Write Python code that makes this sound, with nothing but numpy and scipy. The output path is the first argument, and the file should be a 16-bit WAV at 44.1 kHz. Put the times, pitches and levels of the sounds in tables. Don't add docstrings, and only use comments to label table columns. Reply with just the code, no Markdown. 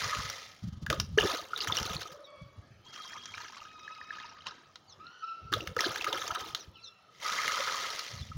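import sys
import numpy as np
from scipy import signal
from scipy.fft import rfft, irfft
from scipy.io import wavfile
from scipy.ndimage import uniform_filter1d

SR = 44100
rng = np.random.default_rng(int(sys.argv[2]) if len(sys.argv) > 2 else 0)


def wav_record(signal):
    frames = np.transpose(np.atleast_2d(signal))
    bounded = np.clip(frames, -1, 1)
    quanta = np.round(bounded * 32767).astype(np.int16)
    wavfile.write(sys.argv[1], SR, quanta)


N = 369116
TIME = np.arange(N) / SR

# frequency_hz, gain_db
STREET_EQ = [(20, -29), (90, -2), (1600, -11.5), (5500, -24.5), (16000, -27)]
WIND_EQ = [(20, -42.5), (55, -3), (95, 1), (200, -9), (350, -35), (800, -47.5)]
SPRAY_EQ = [(200, -15), (600, -9.5), (1500, 3.5), (4500, -8), (16000, -1)]
SOIL_EQ = [(400, -0.5), (1700, 11), (3500, 3.5), (6000, 7), (10000, -1.5)]
LEAF_EQ = [(280, -11.5), (530, 3.5), (720, -0.5), (1550, -1.5), (1950, 11), (2800, 1), (5600, -1),
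           (16000, -3.5)]
MIC_EQ = [(20, -7.5), (100, 1), (2500, -4), (3100, 2.5), (5800, 2), (6800, -2.5), (8000, -18),
          (9800, -13.5), (13500, -20), (15000, -13.5)]
# start_s, level_db, start_pitch_hz, upper_partial_db
BIRD_CHIRPS = [(2.214, -71, 4940, -10), (4.867, -69.5, 4900, -0.5), (6.564, -67.5, 4880, 4),
               (6.735, -65, 4080, -12), (6.819, -61, 5070, -6), (8.166, -60, 4950, -12)]
# start_s, length_s, level_db, pitch_hz, scoop_ratio, overtones_db, waver_ratio
ANIMAL_CALLS = [(2.061, 0.37, -64.5, 578.5, 0.27, -9.5, 0.049),
                (4.976, 0.29, -63, 1475, 0.31, -8.5, 0.0202),
                (5.211, 0.138, -52.5, 1334, 0.016, -15, 0.012)]
# start_s, length_s, level_db, pitch_hz, overtones_db
FAR_HORNS = [(2.244, 0.23, -67.5, 1128, -4), (2.806, 0.56, -67, 3234, -25), (3.568, 0.767, -68, 1263, 0.5),
             (6.722, 0.23, -75.5, 1353, 2.5)]
# start_s, hold_s, level_db
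WIND_SPELLS = [(0, 0.051, -47.5), (0.165, 0.0068, -39), (0.613, 0.62, -40), (1.669, 0.31, -45),
               (2.373, 0.047, -49), (2.547, 0.16, -54.5), (5.411, 0.31, -46), (5.8, 0.91, -58.5),
               (8.092, 0.36, -45)]
# start_s, level_db, resonance_hz
WET_SLAPS = [(0.299, -32.5, 5600), (0.8635, -38, 1610), (0.9008, -23.5, 1600), (0.927, -33.5, 3750),
             (0.9994, -26, 5300), (1.1807, -34, 1790), (1.577, -38, 3840), (1.673, -30, 1900),
             (1.752, -36, 3640), (1.769, -28.5, 5540), (1.785, -30.5, 3220), (1.829, -33.5, 5340),
             (3.2558, -43.5, 6040), (3.379, -39.5, 1850), (4.468, -39.5, 4100), (4.757, -48.5, 4200),
             (5.5267, -29.5, 1850), (5.5372, -25, 3700), (5.673, -32.5, 2000), (5.765, -31.5, 1340),
             (5.8063, -24.5, 5370), (5.959, -30.5, 1580), (6.0437, -29, 2640), (6.128, -30.5, 3400),
             (6.278, -32.5, 6440), (6.548, -29, 3930), (7.434, -33, 1870), (7.4784, -25.5, 1970),
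             (7.992, -33, 4460)]
# start_s, level_db, middle_pitch_hz
BUBBLE_CLUSTERS = [(1.233, -30, 406), (1.603, -35.5, 3530), (1.695, -35.5, 1200), (3.154, -47.5, 1250),
                   (5.846, -36, 3440), (6.065, -35, 1670), (6.074, -40.5, 428), (6.131, -36.5, 453),
                   (6.142, -37.5, 1330), (6.303, -36, 1380), (6.351, -38, 1400)]
# start_s, level_db, pitch_hz
BIG_BUBBLES = [(0.866, -25, 1620), (0.926, -25, 1154), (1.175, -15, 423), (1.184, -10, 1730),
               (1.186, -15, 2930), (1.209, -18.5, 2870), (1.248, -19.5, 380), (1.533, -24.5, 1400),
               (1.562, -26.5, 3700), (1.723, -20, 3500), (1.776, -21, 2900), (1.966, -28.5, 4200),
               (2.055, -43, 1250), (3.132, -33, 1850), (3.34, -29.5, 2330), (3.878, -31, 1710),
               (4.013, -32, 1800), (4.106, -26, 1720), (5.068, -43, 4020), (5.528, -29, 1180),
               (5.537, -19.5, 3570), (5.606, -29, 2740), (5.766, -26.5, 485), (5.791, -16, 1880),
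               (5.842, -20, 1605), (5.863, -25, 356), (6.011, -22.5, 2610), (6.124, -28.5, 940),
               (7.387, -20, 2070), (7.599, -31, 563), (8.316, -42, 1310)]
# start_s, splash_db, gulp_db, hold_s, fall_db_per_s
MUG_PLUNGES = [(0.899, -38.5, -35, 0.0058, 194), (1.174, -33, -42.5, 0.16, 141),
               (5.519, -42.5, -39, 0.016, 87), (5.779, -36.5, -47, 0.088, 106)]
# start_s, splash_db, gurgle_db, hold_s
MUG_LIFTS = [(1.484, -37, -39, 0.18), (5.868, -40.5, -40, 0.31)]
# start_s, level_db, hold_s
MUD_SLOPS = [(2.926, -52.5, 0.21), (3.33, -61.5, 0.1), (3.528, -55, 0.11), (4.112, -51, 0.13),
             (4.454, -42, 0.014), (4.906, -67.5, 0.0058)]
# start_s, level_db
LEAF_POURS = [(-0.57, -35.5), (7.192, -36.5)]

STREAM_START_S, STREAM_HOLD_S, PUDDLE_FILL_S = 2.845, 1.56, 1.73
SLOSH_DB, SLOSH_HZ = 3.5, 31


def amp(db):
    return 10 ** (np.asarray(db) / 20)


def unit(x):
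    return x / np.sqrt(np.mean(x ** 2) + 1e-20)


def add(mix, start_s, sound):
    part = mix[max(0, round(start_s * SR)):][:len(sound)]
    part += sound[:len(part)]


def colour(x, curve):
    hz, db = np.transpose(curve)
    bins_hz = abs(np.fft.fftfreq(4096, 1 / SR))
    log_gain = np.interp(np.log(bins_hz + 1), np.log(hz), db) * np.log(10) / 20
    taps = np.fft.ifft(np.exp(np.conj(signal.hilbert(log_gain)))).real[:2048]
    return signal.oaconvolve(x, taps)[:len(x)]


def lowpass(x, hz):
    return signal.lfilter(*signal.butter(2, hz, fs=SR), x)


def resonate(x, hz, width_hz):
    return signal.lfilter(*signal.iirpeak(hz, hz / width_hz, fs=SR), x)


def drift(hz):
    return unit(irfft(rfft(rng.standard_normal(N)) * (np.fft.rfftfreq(N, 1 / SR) < hz), N))


def tremble(hz, samples):
    return unit(lowpass(rng.standard_normal(SR), hz))[:samples]


def swell(start_s, rise_s, hold_s, fall_db_per_s):
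    age = TIME - start_s
    return np.clip(age / rise_s, 0, 1) * amp(-fall_db_per_s * np.maximum(age - rise_s - hold_s, 0))


def steady(x, span_s):
    window = signal.windows.hann(int(span_s * SR))
    power = abs(signal.oaconvolve(x ** 2, window / window.sum(), "same"))
    return x / np.sqrt(power + 1e-4 * np.mean(x ** 2))


def mottle(x, depth_db, size, frames):
    framing = dict(nperseg=size, noverlap=size * 3 // 4)
    spectrum = signal.stft(x, **framing)[2]
    patches = uniform_filter1d(rng.standard_normal(spectrum.shape), size=frames, axis=1)
    patches = uniform_filter1d(patches, size=5, axis=0)
    return unit(signal.istft(spectrum * amp(depth_db * unit(patches)), **framing)[1][:N])


def reflections(x, t60_s):
    t = TIME[:SR]
    echoes = rng.standard_normal(SR) * (rng.random(SR) < 2500 / SR) * (t > .002)
    taps = echoes * 10 ** (-3 * t / t60_s)
    return signal.oaconvolve(x, taps / np.linalg.norm(taps))[:N]


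def street():
    return amp(-62.5) * mottle(colour(rng.standard_normal(N), STREET_EQ), depth_db=4, size=1024, frames=24)


def held_note(length_s, hz, overtones_db, waver, scoop=0, scoop_s=0.056, hoarse=False):
    t = TIME[:int(length_s * SR)]
    pitch = hz * (1 - scoop * np.exp(-t / scoop_s)) * (1 + waver * tremble(35.4, len(t)))
    phase = 2 * np.pi * np.cumsum(pitch) / SR
    overtones = sum(np.sin(k * phase) * 4 / k ** 2 * (tremble(110, len(t)) if hoarse else 1)
                    for k in (2, 3, 4))
    flutter = amp(2.5 * tremble(22.2, len(t)))
    return signal.windows.tukey(len(t), .35) * flutter * (np.sin(phase) + amp(overtones_db) * overtones)


def calls_and_horns():
    out = np.zeros(N)
    for s, length_s, db, hz, scoop, overtones_db, waver in ANIMAL_CALLS:
        add(out, s, amp(db) * held_note(length_s, hz, overtones_db, waver, scoop, hoarse=True))
    for s, length_s, db, hz, overtones_db in FAR_HORNS:
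        add(out, s, amp(db) * held_note(length_s, hz, overtones_db, waver=0.0113))
    return amp(9.5) * out + amp(8.0) * reflections(out, t60_s=1.0)


def birds(chirp_s=.075, sweep_hz=1820):
    out = np.zeros(N)
    along = np.linspace(0, 1, int(chirp_s * SR))
    for s, db, hz, upper_db in BIRD_CHIRPS:
        fall_hz = sweep_hz * along ** (0.87 * rng.uniform(0.47, 1.3))
        pitch = (hz - fall_hz) * (1 + .017 * tremble(400, len(along)))
        phase = 2 * np.pi * np.cumsum(pitch) / SR
        breaks = unit(amp(5 * tremble(70, len(along))))
        voice = np.sin(phase) + amp(upper_db) * 2 * along * np.sin(3 * phase / 2)
        add(out, s, amp(db) * np.sin(np.pi * along) * breaks * voice)
    return amp(9.5) * out + amp(9.0) * reflections(out, t60_s=0.098)


def wind(buffet_db=7, buffet_hz=24):
    push = sum(amp(db) * swell(s, 0.02, hold_s, fall_db_per_s=172) for s, hold_s, db in WIND_SPELLS)
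    rumble = colour(rng.standard_normal(N), WIND_EQ)
    return push * steady(rumble * amp(buffet_db * drift(buffet_hz)), span_s=0.45)


def impacts(per_s, spread_db):
    size = amp(spread_db * np.minimum(rng.exponential(1, N), 4))
    return size * rng.choice([-1, 1], N) * (rng.random(N) < per_s / SR)


def splatter(per_s, spread_db, burst_s, wash, patchy_db):
    power = abs(signal.oaconvolve(impacts(per_s, spread_db) ** 2, np.exp(-TIME[:600] / burst_s))[:N])
    bursts = np.sqrt(power / power.mean() + wash ** 2) * rng.standard_normal(N)
    return steady(mottle(bursts, depth_db=patchy_db, size=256, frames=7), span_s=.09)


def bubble(hz, ring_s, rise):
    age = np.arange(int(10 * ring_s * SR)) / SR / ring_s
    pitch = hz * (1 + rise * (age - 1.5))
    return age * np.exp(1 - age) * np.sin(2 * np.pi * np.cumsum(pitch) / SR)


def froth(low_hz, high_hz, per_s, spread_db, cycles, sizes=24):
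    out = np.zeros(N)
    hits, kind = impacts(per_s, spread_db), rng.integers(0, sizes, N)
    rings = [bubble(hz, cycles / hz * (.5 + rng.random()), rise=.012)
             for hz in np.geomspace(low_hz, high_hz, sizes)]
    for i in np.flatnonzero(hits):
        add(out, i / SR, hits[i] * rings[kind[i]])
    return steady(out, span_s=.1)


def ticks(water, linger_s=0.16):
    keep = np.exp(-1 / (linger_s * SR))
    wetness = np.sqrt(signal.lfilter([1 - keep], [1, -keep], water ** 2)) + amp(-49.5)
    return amp(-30.5) * wetness * froth(8000, 14500, per_s=80, spread_db=4, cycles=2)


def slaps():
    out, t = np.zeros(N), TIME[:4000]
    envelope = (1 - np.exp(-t / .0003)) * (np.exp(-t / .0022) + amp(-21) * np.exp(-t / .014))
    for s, db, hz in WET_SLAPS:
        burst = colour(rng.standard_normal(len(t)) * envelope, SPRAY_EQ)
        smack = burst + 3.25 * resonate(burst, hz, width_hz=500)
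        if STREAM_START_S < s < STREAM_START_S + STREAM_HOLD_S + 1:
            smack = lowpass(smack, 7000)
        add(out, s, amp(db) * smack / np.linalg.norm(smack))
    return amp(27.0) * out


def gurgles(count=8, span_s=0.022, spread_octaves=0.88, cycles=1.9):
    out = np.zeros(N)
    for s, db, hz in BUBBLE_CLUSTERS:
        cluster = np.zeros(SR // 4)
        for k, (lag, detune) in enumerate(rng.random((count, 2))):
            pitch = hz * 2 ** (spread_octaves * (detune - .5))
            ring = np.exp(-k / count) * bubble(pitch, cycles / pitch, rise=0.0087)
            add(cluster, span_s * (k + lag) / count, ring)
        add(out, s, amp(db) * np.sqrt(span_s * SR) * cluster / np.linalg.norm(cluster))
    return out


def plops():
    out = np.zeros(N)
    for s, db, hz in BIG_BUBBLES:
        add(out, s, amp(db) * bubble(hz, ring_s=0.0052 * (400 / hz) ** 0.85, rise=0.005))
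    return out


def stirring(lift_rise_s=0.23, drain_s=0.253):
    splashing, gurgling, gulping = np.zeros((3, N))
    for s, splash_db, gulp_db, hold_s, fall_db_per_s in MUG_PLUNGES:
        inrush = swell(s, 0.0025, hold_s, fall_db_per_s)
        splashing += amp(splash_db) * inrush
        gurgling += amp(splash_db) * inrush
        gulping += amp(gulp_db) * inrush
    spurts = amp(SLOSH_DB * drift(SLOSH_HZ))
    for s, splash_db, gurgle_db, hold_s in MUG_LIFTS:
        drained_s = s + lift_rise_s + hold_s + drain_s
        last_drips = np.exp(-np.maximum(TIME - drained_s, 0) / 0.042)
        runoff = swell(s, lift_rise_s, hold_s, fall_db_per_s=71) * last_drips
        splashing += amp(splash_db) * runoff * spurts
        gurgling += amp(gurgle_db) * runoff ** 1.1
        gulping += amp(splash_db - 12) * swell(s, lift_rise_s, hold_s, fall_db_per_s=53.5)
    return splashing, gurgling, gulping


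def bucket():
    splashing, gurgling, gulping = stirring()
    drops = splatter(per_s=300, spread_db=3.4, burst_s=0.002, wash=0.3, patchy_db=4)
    fizz = froth(2400, 6400, per_s=300, spread_db=2.8, cycles=3)
    burble = froth(700, 2300, per_s=300, spread_db=2.4, cycles=2.5)
    gulps = froth(330.4, 643, per_s=130, spread_db=3.0, cycles=1.9)
    splash = amp(0.5) * unit(colour(drops, SPRAY_EQ)) + amp(-8.5) * fizz
    return splashing * splash + amp(-6.0) * gurgling * burble + amp(1.5) * gulping * gulps


def stream_on_mud(wobble_db=4, wobble_hz=2.6):
    stream = swell(STREAM_START_S, 0.013, STREAM_HOLD_S, fall_db_per_s=29)
    flow = stream * amp(-56.5 + wobble_db * drift(wobble_hz))
    flow += sum(amp(db) * swell(s, 0.0097, hold_s, fall_db_per_s=262) for s, db, hold_s in MUD_SLOPS)
    puddle = np.clip((TIME - STREAM_START_S) / PUDDLE_FILL_S, 0, 1)
    drops = splatter(per_s=300, spread_db=2.2, burst_s=0.002, wash=0.45, patchy_db=5)
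    crackle = unit(colour(drops, SOIL_EQ))
    soil = amp(2.0) * (1 - puddle) * crackle + amp(-1.0) * puddle * lowpass(crackle, 4500)
    plips = froth(900, 3000, per_s=90, spread_db=3.8, cycles=3)
    return flow * (soil + amp(-3.5) * plips)


def emptying(start_s, dribble_lead_s=0.094, tip_s=0.072, empty_s=0.94):
    age = np.maximum(TIME - start_s, 0)
    dribble = amp(-24) * np.clip((TIME - start_s + dribble_lead_s) / tip_s, 0, 1)
    giving_out = amp(-10.5 * np.minimum(age / empty_s, 2) ** 4.38)
    return np.clip(age / tip_s, dribble, 1) * giving_out


def pour_on_leaves():
    flow = sum(amp(db) * emptying(s) for s, db in LEAF_POURS)
    drops = splatter(per_s=600, spread_db=2.6, burst_s=0.0009, wash=0.7, patchy_db=2.3)
    bubbles = froth(980, 2040, per_s=600, spread_db=2.5, cycles=3.04)
    gurgle = unit(bubbles * amp(SLOSH_DB * drift(SLOSH_HZ)))
    return amp(2.5) * flow * (unit(colour(drops, LEAF_EQ)) + amp(-3.5) * flow / flow.max() * gurgle)


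def scene():
    water = stream_on_mud() + bucket() + plops() + gurgles() + slaps()
    water = water + ticks(water) + pour_on_leaves()
    bucket_ring = amp(-14.5) * reflections(water, t60_s=0.013)
    yard_echo = amp(-12.5) * reflections(water, t60_s=0.25)
    background = birds() + calls_and_horns() + street() + wind()
    return (water + bucket_ring + yard_echo + background)[None]


def record(dry):
    sound = colour(dry[0], MIC_EQ)
    sound = sound + 2.9 * resonate(sound, hz=1258, width_hz=64)
    high_cut = signal.firwin(511, 15900, window=("kaiser", 9), fs=SR)
    return signal.oaconvolve(sound, high_cut, "same")[None]


dry = scene()
out = record(dry)
wav_record(out)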